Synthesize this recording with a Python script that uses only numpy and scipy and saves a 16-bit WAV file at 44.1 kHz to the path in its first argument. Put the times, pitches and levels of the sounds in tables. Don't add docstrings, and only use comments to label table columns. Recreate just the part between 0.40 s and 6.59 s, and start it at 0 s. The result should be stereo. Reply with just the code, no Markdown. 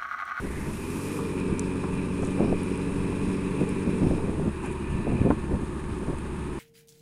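import sys
import numpy as np
from scipy import signal
from scipy.fft import rfft, irfft
from scipy.io import wavfile
from scipy.ndimage import uniform_filter1d

SR = 44100
rng = np.random.default_rng(int(sys.argv[2]) if len(sys.argv) > 2 else 0)


def log_audio(samples):
    frames = np.atleast_2d(samples).T
    limited = np.clip(frames, -1, 1)
    pcm = np.round(limited * 32767).astype(np.int16)
    wavfile.write(sys.argv[1], SR, pcm)


N = 272979
TIME, FREQ = np.arange(N) / SR, np.fft.rfftfreq(N, 1 / SR)


def amp(db):
    return 10 ** (np.asarray(db) / 20)


def panned(db, pan_db):
    return amp([[db + pan_db / 2], [db - pan_db / 2]])


def unit_rms(x):
    return x / np.sqrt(np.mean(x ** 2) + 1e-20)


def curve(rows):
    return np.interp(TIME, *np.transpose(rows))


def spectrum(points):
    hz, value = np.transpose(points)
    return np.interp(np.log(FREQ + 1), np.log(hz), value)


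def coloured(x, points):
    return unit_rms(irfft(rfft(x) * amp(spectrum(points)), N))


def wander(rate_hz, count=1):
    noise = rfft(rng.standard_normal((count, N)))
    return unit_rms(irfft(noise * np.exp(-(FREQ / rate_hz) ** 2), N))


def envelope(peak_s, hold_s, attack_s, release_s):
    early, late = np.maximum(peak_s - TIME, 0), np.maximum(TIME - peak_s - hold_s, 0)
    return np.exp(-np.minimum(early / attack_s + late / release_s, 30))


def load_at(firing_hz, eased_hz=70, revved_hz=94):
    return np.clip((firing_hz - eased_hz) / (revved_hz - eased_hz), 0, 1)


def by_load(load, eased, revved):
    return eased + (revved - eased) * load


def build_up(load, rise_s):
    keep = np.exp(-1 / (rise_s * SR))
    return np.minimum(load, signal.lfilter([1 - keep], [1, -keep], load))


def port_rolloff(hz):
    return 1 / np.sqrt(1 + (hz / 10500) ** 34)


def stereo(x):
    # frequency in Hz, likeness from 0 to 1.
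    likeness = [(50, 0.9), (300, 1), (650, 1), (1400, 0.96), (2500, 0), (4000, 0.49), (7000, 0),
                (15000, 0.3)]
    same = np.clip(spectrum(likeness), 0, 1)
    left, other = rfft(x)
    return irfft(np.array([left, same * left + np.sqrt(1 - same ** 2) * other]), N)


def narrowed(x, spread, lag_s):
    left, right = x.mean(0) + spread * (x - x.mean(0))
    return unit_rms(np.array([np.interp(TIME - lag_s, TIME, left), right]))


def add(mix, start_s, sound):
    part = mix[..., max(round(start_s * SR), 0):][..., :sound.shape[-1]]
    part += sound[..., :part.shape[-1]]


def bursts(rows, decay_s, gain_db=0):
    out, t = np.zeros((2, N)), np.arange(-256, 8192) / SR
    freq = np.fft.rfftfreq(len(t), 1 / SR) + 1
    for start_s, db, hz, pan_db, width in rows:
        noise = rng.standard_normal(len(t)) * np.exp(-abs(t) / decay_s) * (t >= 0)
        band = np.exp(-.5 * (np.log(freq / hz) / width) ** 2) * port_rolloff(freq)
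        hit = irfft(rfft(noise) * band)
        add(out, start_s + t[0], hit / abs(hit).max() * panned(db + gain_db, pan_db))
    return out


def buffeting(port, breeze, flutter_db=2.1, calm_db=-36, hard_db=-17, lumpy_db=2):
    # arrival in seconds, hold in seconds, level in dB, rumble from 0 to 1, port struck.
    gusts = [(0.042, 0.028, -22, 0.36, "right"), (1.12, 0.012, -19, 0.3, "right"),
             (1.83, 0.008, -20.5, 0, "left"), (1.996, 0.045, -14, 0, "right"),
             (2.07, 0.069, -17.5, 0.3, "right"), (2.585, 0.02, -19.5, 0.46, "right"),
             (2.858, 0.077, -21, 0.68, "right"), (3.217, 0.0045, -12.5, 0.28, "right"),
             (3.476, 0.013, -17.5, 0.2, "right"), (3.629, 0.045, -14.5, 0.4, "right"),
             (3.715, 0.021, -15.5, 0.48, "right"), (3.77, 0.28, -21, 0.25, "right"),
             (4.055, 0.024, -15.5, 0.6, "right"), (4.51, 0.11, -21, 0.9, "right"),
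             (4.673, 0.08, -18, 0.39, "right"), (4.796, 0.032, -16.5, 0.82, "right"),
             (4.86, 0.016, -16, 0.34, "right"), (4.907, 0.012, -14, 0.5, "right"),
             (4.989, 0.011, -21, 0.37, "right"), (5.117, 0.036, -16.5, 0.49, "right"),
             (5.201, 0.026, -21, 0.67, "right"), (5.611, 0.02, -22, 0, "left"),
             (5.688, 0.041, -18.5, 0.37, "right")]
    # frequency in Hz, relative level in dB.
    breeze_eq = [(10, 19.5), (28, 10), (60, 11), (140, 5), (220, 2.5), (350, -25), (600, -21),
                 (1200, -37.5), (3000, -79)]
    gale_eq = [(10, 12.5), (30, -17), (80, -8), (170, 4), (300, 2.5), (450, -4.5), (700, -16), (900, -22),
               (1200, -26.5), (2000, -55), (4000, -85)]
    level = amp(curve(breeze) + flutter_db * wander(11)[0])
    rumble = np.zeros(N)
    for peak_s, hold_s, db, share, struck in gusts:
        if struck == port:
            gust = envelope(peak_s, hold_s, attack_s=0.024, release_s=0.017)
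            level = np.maximum(level, amp(db) * gust)
            rumble = np.maximum(rumble, share * gust)
    force = np.clip((20 * np.log10(level) - calm_db) / (hard_db - calm_db), 0, 1)
    brightness = force * (1 - np.minimum(rumble, 1))
    eddies = rng.standard_normal(N) * amp(lumpy_db * wander(107)[0])
    buffet = (1 - brightness) * coloured(eddies, breeze_eq) + brightness * coloured(eddies, gale_eq)
    running_rms = np.sqrt(uniform_filter1d(buffet ** 2, 2600))
    return level * buffet / running_rms


def eddy_slaps(trim_db=-1):
    # time in seconds, peak in dB before the trim, centre in Hz.
    slaps = [(1.128, -8.5, 164), (2.007, -4.5, 318), (2.128, -5.5, 362), (2.593, -26, 260),
             (3.712, -7.5, 316), (3.998, -15.5, 428), (4.67, -10, 298), (4.677, -10.5, 376),
             (4.721, -16.5, 330), (4.817, -4, 180), (4.853, -7, 221), (4.8629, -7, 238), (4.8703, -6, 258),
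             (4.876, -14, 370), (4.9046, -3, 280), (4.9048, -10.5, 660), (4.9115, -8.5, 480),
             (4.922, -9, 240), (5.713, -20, 151)]
    out = np.zeros(N)
    for at_s, db, hz in slaps:
        angle = 2 * np.pi * hz * (TIME - at_s)
        swing = angle * np.exp(-.5 * np.minimum(angle ** 2, 100))
        out -= amp(db + trim_db) * swing / swing.max()
    return out


def wind():
    # time in seconds, level in dB.
    breeze_left = [(0, -43), (1.55, -53), (1.75, -32), (1.9, -30), (2.15, -38), (2.35, -54), (3.7, -47),
                   (5.4, -38), (5.65, -31.5), (5.9, -49), (6.19, -36)]
    breeze_right = [(0, -31.5), (.38, -28), (.6, -44), (1.0, -37), (1.65, -28), (1.88, -33), (2.1, -30),
                    (2.35, -41), (2.55, -24.5), (3.2, -32), (3.36, -32.5), (3.55, -25.5), (3.9, -29.5),
                    (6.19, -32.5)]
    # start in seconds, mid peak in dB, left over right in dB, pitch-relative width,
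    # with the pitch in Hz in third place.
    wakes = [(4.907, -28, 980, -30, 0.33)]
    wake = bursts(wakes, decay_s=0.008)
    left = buffeting("left", breeze_left)
    right = buffeting("right", breeze_right) + eddy_slaps()
    return np.array([left, right]) + wake


def scuffs():
    # start in seconds, level in dB, length in seconds, centre in Hz,
    # width in octaves, left over right in dB.
    scrapes = [(0.0, -45.5, 0.31, 1870, 0.3, 6), (0.773, -41.5, 0.055, 1130, 0.19, 0),
               (1.81, -52, 0.085, 6500, 0.95, -1), (4.15, -59, 0.76, 2820, 0.045, -7),
               (4.224, -45.5, 0.068, 1250, 0.72, -12), (4.226, -51.5, 0.061, 8600, 0.54, -1),
               (4.257, -48, 0.0095, 9900, 0.16, 4), (4.313, -49, 0.019, 9300, 0.34, 1)]
    out, noise = np.zeros((2, N)), rfft(stereo(rng.standard_normal((2, N))))
    for start_s, db, length_s, hz, octaves, pan_db in scrapes:
        band = np.exp(-.5 * (np.log2((FREQ + 1) / hz) / octaves) ** 2) * port_rolloff(FREQ)
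        progress = np.clip((TIME - start_s) / length_s, 0, 1)
        swell = np.sqrt(abs(np.sin(np.pi * progress)))
        out += unit_rms(irfft(noise * band, N)) * swell * panned(db, pan_db)
    return out


def impacts():
    # start in seconds, relative peak in dB, pitch in Hz,
    # left over right in dB, bandwidth relative to the pitch.
    ticks = [(0.3336, -35, 9040, 11, 0.27), (0.6854, -33, 9320, 0.5, 0.5), (1.001, -33.5, 8500, 0, 0.76),
             (1.1948, -18.5, 7400, 8, 0.3), (1.823, -36.5, 8500, 8, .22), (1.8504, -33, 7800, 13, 0.2),
             (1.872, -36, 9000, 8, .2), (2.2337, -31, 10300, 2.5, 0.14), (2.3762, -31.5, 9300, 0.5, 0.16),
             (3.292, -33, 9440, -0.5, 0.15), (5.785, -39, 9000, 0, 0.2)]
    knocks = [(.788, -28, 1000, -2, 0.25), (1.438, -24, 840, 3, 0.48), (4.238, -26.5, 950, -1, 0.16)]
    return bursts(ticks, decay_s=0.0007) + bursts(knocks, decay_s=0.008, gain_db=-4.5)


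def grain_stream(eq, grain_db=0.5, flutter_db=0.7, grains_per_s=9000):
    sizes = amp(grain_db * np.minimum(rng.exponential(1, (2, N)), 5)) * rng.standard_normal((2, N))
    grains = sizes * (rng.random((2, N)) < grains_per_s / SR)
    return coloured(stereo(grains), eq) * amp(flutter_db * wander(22))


def thrown_sand(load):
    # frequency in Hz, relative level in dB.
    coarse_eq = [(3000, -38), (4300, -12), (4800, 3), (5600, 4), (6100, -19), (8000, -40)]
    hiss_eq = [(2000, 1), (3500, 5.5), (3950, 5.5), (4550, -1), (5400, -2), (6000, -5), (6500, 1.5),
               (7100, -1.5), (8400, 4), (9200, 8), (10200, 0.5), (11000, -6), (12200, -22), (12900, -15),
               (14000, -20), (15500, -38)]
    spray_eq = [(1500, -2.5), (3300, -5.5), (3950, -6), (4450, -6), (5400, -3), (6100, -6), (7000, -4.5),
                (8000, -5), (9400, -2.5), (10200, -1.5), (11100, -8.5), (12000, -7.5), (14100, -14),
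                (14900, -34)]
    slip = build_up(load ** 2.8, rise_s=0.15)
    coarse = grain_stream(coarse_eq, grain_db=4.0, flutter_db=3.1) * amp(-60.5) * slip
    hiss = grain_stream(hiss_eq) * amp(by_load(slip, eased=-51.5, revved=-48.5))
    breakaway = envelope(peak_s=0.69, hold_s=0.049, attack_s=0.68, release_s=0.12)
    spray = grain_stream(spray_eq) * amp(-42.5) * breakaway
    return hiss + coarse + spray


def gear_whine(firings, waver_db=2):
    # time in seconds, level in dB.
    swells = [(0, -70), (.8, -68), (.95, -56.5), (1.3, -58), (1.5, -67), (2.75, -66), (3.0, -58),
              (3.58, -57), (3.85, -70), (4.15, -66), (4.55, -55.5), (5.0, -57), (5.25, -61.5), (6.19, -62)]
    mesh = np.sqrt(2) * np.sin(2 * np.pi * 25 * firings + .6 * wander(50))
    return mesh * amp(curve(swells) + waver_db * wander(5.2))


def clatter(firings, eq, ring_s, knock_share, lope, uneven_db, cylinders=4):
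    fired = np.flatnonzero(np.diff(np.floor(firings)))
    t = np.arange(4096) / SR
    knocks = np.zeros((2, N))
    for cylinder in range(cylinders):
        blows, at = np.zeros((1, N)), fired[cylinder::cylinders]
        blows[0, at] = amp(uneven_db * rng.standard_normal(len(at)))
        ring = rng.standard_normal((2, len(t))) * np.exp(-t / ring_s)
        knocks += signal.oaconvolve(blows, ring, axes=1)[:, :N]
    pulse = 1 + lope * np.exp(-cylinders * (firings / cylinders % 1))
    rattle = rng.standard_normal((2, N)) * pulse * amp(uneven_db * wander(67)[0])
    blend = np.sqrt(knock_share) * unit_rms(knocks) + np.sqrt(1 - knock_share) * unit_rms(rattle)
    return coloured(stereo(blend), eq)


def loose_cover(ring_hz=2590, stray_hz=45, width_hz=110):
    angle = 2 * np.pi * np.cumsum(ring_hz + stray_hz * wander(5.0)[0]) / SR
    fuzz = wander(width_hz, count=2)
    return fuzz[0] * np.cos(angle) + fuzz[1] * np.sin(angle)


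def cover_rattle(firings, rasp_s=0.035):
    # frequency in Hz, relative level in dB.
    cover_eq = [(1300, -11.5), (2200, -5), (2420, 6.5), (2560, 2.5), (2690, 0), (2820, -3.5), (3050, -5),
                (3500, -25), (3950, -9.5), (4500, -45), (8000, -42)]
    # time in seconds, level in dB.
    levels = [(0, -59.5), (.4, -48.5), (3.5, -47.5), (3.95, -55.5), (4.35, -50.5), (4.8, -47), (5.15, -60),
              (6.19, -54)]
    # time in seconds, boost in dB.
    rasps = [(.68, 1), (1.0, 4), (1.6, 5), (2.03, 1.5), (3.06, 3), (4.27, 6)]
    rattle = clatter(firings, cover_eq, ring_s=0.028, knock_share=0.63, lope=0.44, uneven_db=2.5)
    covers = narrowed(rattle + amp(-8.5) * loose_cover(), spread=0.26, lag_s=0.00035)
    rasp_db = sum(db * np.exp(-((TIME - at_s) / rasp_s) ** 2) for at_s, db in rasps)
    return covers * amp(curve(levels) + rasp_db)


def block_clatter(firings, load):
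    # frequency in Hz, relative level in dB.
    block_eq = [(400, 2), (760, -12.5), (860, 1), (960, 0), (1200, -0.5), (1310, -7.5), (1420, -5.5),
                (1530, -6), (1720, -5), (1880, -8), (2030, -10.5), (2600, -10), (3500, -24.5), (5000, -22),
                (8000, -58)]
    block = clatter(firings, block_eq, ring_s=0.033, knock_share=0.36, lope=0.34, uneven_db=1.04)
    return block * amp(by_load(load, eased=-41.5, revved=-41))


def block_singing(firings, load, waver_db=4.0, jitter_rad=0.3):
    # multiple of the firing rate, relative level in dB eased off, then revved.
    partials = [(9, -80, -59.5), (9.5, -80, -59), (10, -80, -62), (10.33, -78, -56), (11, -76, -60.5),
                (11.5, -72, -62), (12, -67, -60), (12.5, -66, -63), (12.75, -67, -61.5), (13, -59.5, -63),
                (13.5, -59.5, -67), (14, -64, -66), (15, -67, -65), (16, -64, -68), (17.75, -63, -70),
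                (18, -62, -68)]
    out = np.zeros(N)
    for multiple, eased_db, revved_db in partials:
        swell, drift = wander(10.5, count=2)
        level_db = by_load(load, eased_db, revved_db) + waver_db * swell
        out += amp(level_db) * np.cos(2 * np.pi * (multiple * firings + rng.random()) + jitter_rad * drift)
    return out


def fan(firings, load, throb=0.25, waver_db=4.0):
    # time in seconds, blade rate in Hz, boost of the tones in dB.
    speeds = [(0, 405, -3), (.35, 388, -4), (.5, 402, 0), (.72, 455, -1), (.8, 463, -1), (.92, 443, -3),
              (1.15, 424, -1), (2.6, 429, -1), (3.65, 428, -1), (3.9, 411, 4), (4.1, 383, -3),
              (4.27, 369, 4), (4.55, 363, -1), (6.19, 362, 0)]
    # multiple of the blade rate, relative level in dB.
    blade_tones = [(.895, -69), (1, -45), (1.066, -49.5)]
    # frequency in Hz, relative level in dB.
    roar_eq = [(20, -20), (60, 2.5), (120, -14.5), (180, 7), (235, 5.5), (335, 0.5), (430, 5.5), (465, -3),
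               (535, -7.5), (615, -14.5), (760, -43), (1100, -52)]
    blade_hz, boost_db = (curve(np.array(speeds)[:, [0, k]]) for k in (1, 2))
    air = coloured(stereo(rng.standard_normal((2, N))), roar_eq)
    playhead = np.cumsum(blade_hz / blade_hz.max())
    air = np.array([np.interp(playhead, np.arange(N), port) for port in air])
    roar = unit_rms(air * (1 + throb * np.cos(2 * np.pi * firings)))
    out = roar * amp(by_load(load, eased=-38.0, revved=-33.5))
    angle = 2 * np.pi * np.cumsum(blade_hz) / SR
    for multiple, db in blade_tones:
        level = amp(db + boost_db + waver_db * wander(35))
        out += level * np.sqrt(2) * np.sin(multiple * angle + 0.15 * wander(1.8))
    return out


def exhaust(firings, pull):
    # multiple of the firing rate, relative level in dB eased off,
    # then revved, seconds to take up the strain.
    orders = [(1, -38.5, -40.3, .1), (1.5, -57, -41.5, .02), (1.75, -62, -45, .4), (2, -46, -34, .5),
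              (2.5, -57, -48, .05), (3, -47, -37, .02), (3.25, -60, -50, .2), (3.75, -57, -48, .1),
              (4, -54, -42, .2), (4.25, -60, -46.5, .2), (4.5, -54, -50, .1), (5, -55, -53, .2),
              (6, -56, -58, .2), (6.25, -64, -59.5, .2)]
    out = np.zeros(N)
    for multiple, eased_db, revved_db, strain_s in orders:
        level_db = by_load(build_up(pull, strain_s), eased_db, revved_db)
        out += amp(level_db) * np.sqrt(2) * np.cos(2 * np.pi * (multiple * firings + rng.random()))
    return out


def pedal(firing_hz, lead_s=0.12):
    climb_hz_per_s = SR * np.gradient(uniform_filter1d(firing_hz, size=6000))
    return load_at(firing_hz + lead_s * climb_hz_per_s)


def firing_rate():
    # time in seconds, firings per second.
    revs = [(0, 65.7), (.21, 66), (.43, 80.9), (.72, 100), (.92, 93.2), (1.2, 92), (2.8, 94.5), (3.6, 94.3),
            (3.79, 91.3), (3.98, 80), (4.15, 74), (4.27, 71), (4.55, 70.3), (5.95, 69.4), (6.19, 71)]
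    return uniform_filter1d(curve(revs), 3000) * (1 + .002 * wander(10)[0])


def engine(firing_hz, load):
    # time in seconds, gain in dB.
    throttle = [(0, -1.5), (.35, -1.5), (1, 0), (3.6, 0), (6.19, 0.36)]
    firings = np.cumsum(firing_hz) / SR
    body = exhaust(firings, pedal(firing_hz)) + fan(firings, load)
    body += block_singing(firings, load) + block_clatter(firings, load)
    return body * amp(curve(throttle)) + cover_rattle(firings) + gear_whine(firings)


def placed(car, left_lag_s=.0001):
    # frequency in Hz, left over right in dB.
    balance = [(100, -1.5), (500, 0.5), (1000, -1.5), (1700, 1), (2500, 5), (4000, 1.5), (9000, 1),
               (13000, -1.5)]
    tilt_db = spectrum(balance) / 2
    delay = np.exp(-2j * np.pi * FREQ * left_lag_s)
    return irfft(rfft(car) * np.array([amp(tilt_db) * delay, amp(-tilt_db)]), N)


def scene():
    firing_hz = firing_rate()
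    load = load_at(firing_hz)
    car = thrown_sand(load) + engine(firing_hz, load) + scuffs()
    return placed(car) + impacts() + wind()


def record(dry):
    low_cut = signal.butter(2, 14, "high", fs=SR, output="sos")
    clipped = np.clip(signal.sosfilt(low_cut, dry), -1, 1)
    lowpass = signal.firwin(511, 15400, window=("kaiser", 9), fs=SR)
    return signal.oaconvolve(clipped, lowpass[None], "same", axes=1)


dry = scene()
out = record(dry)
log_audio(out)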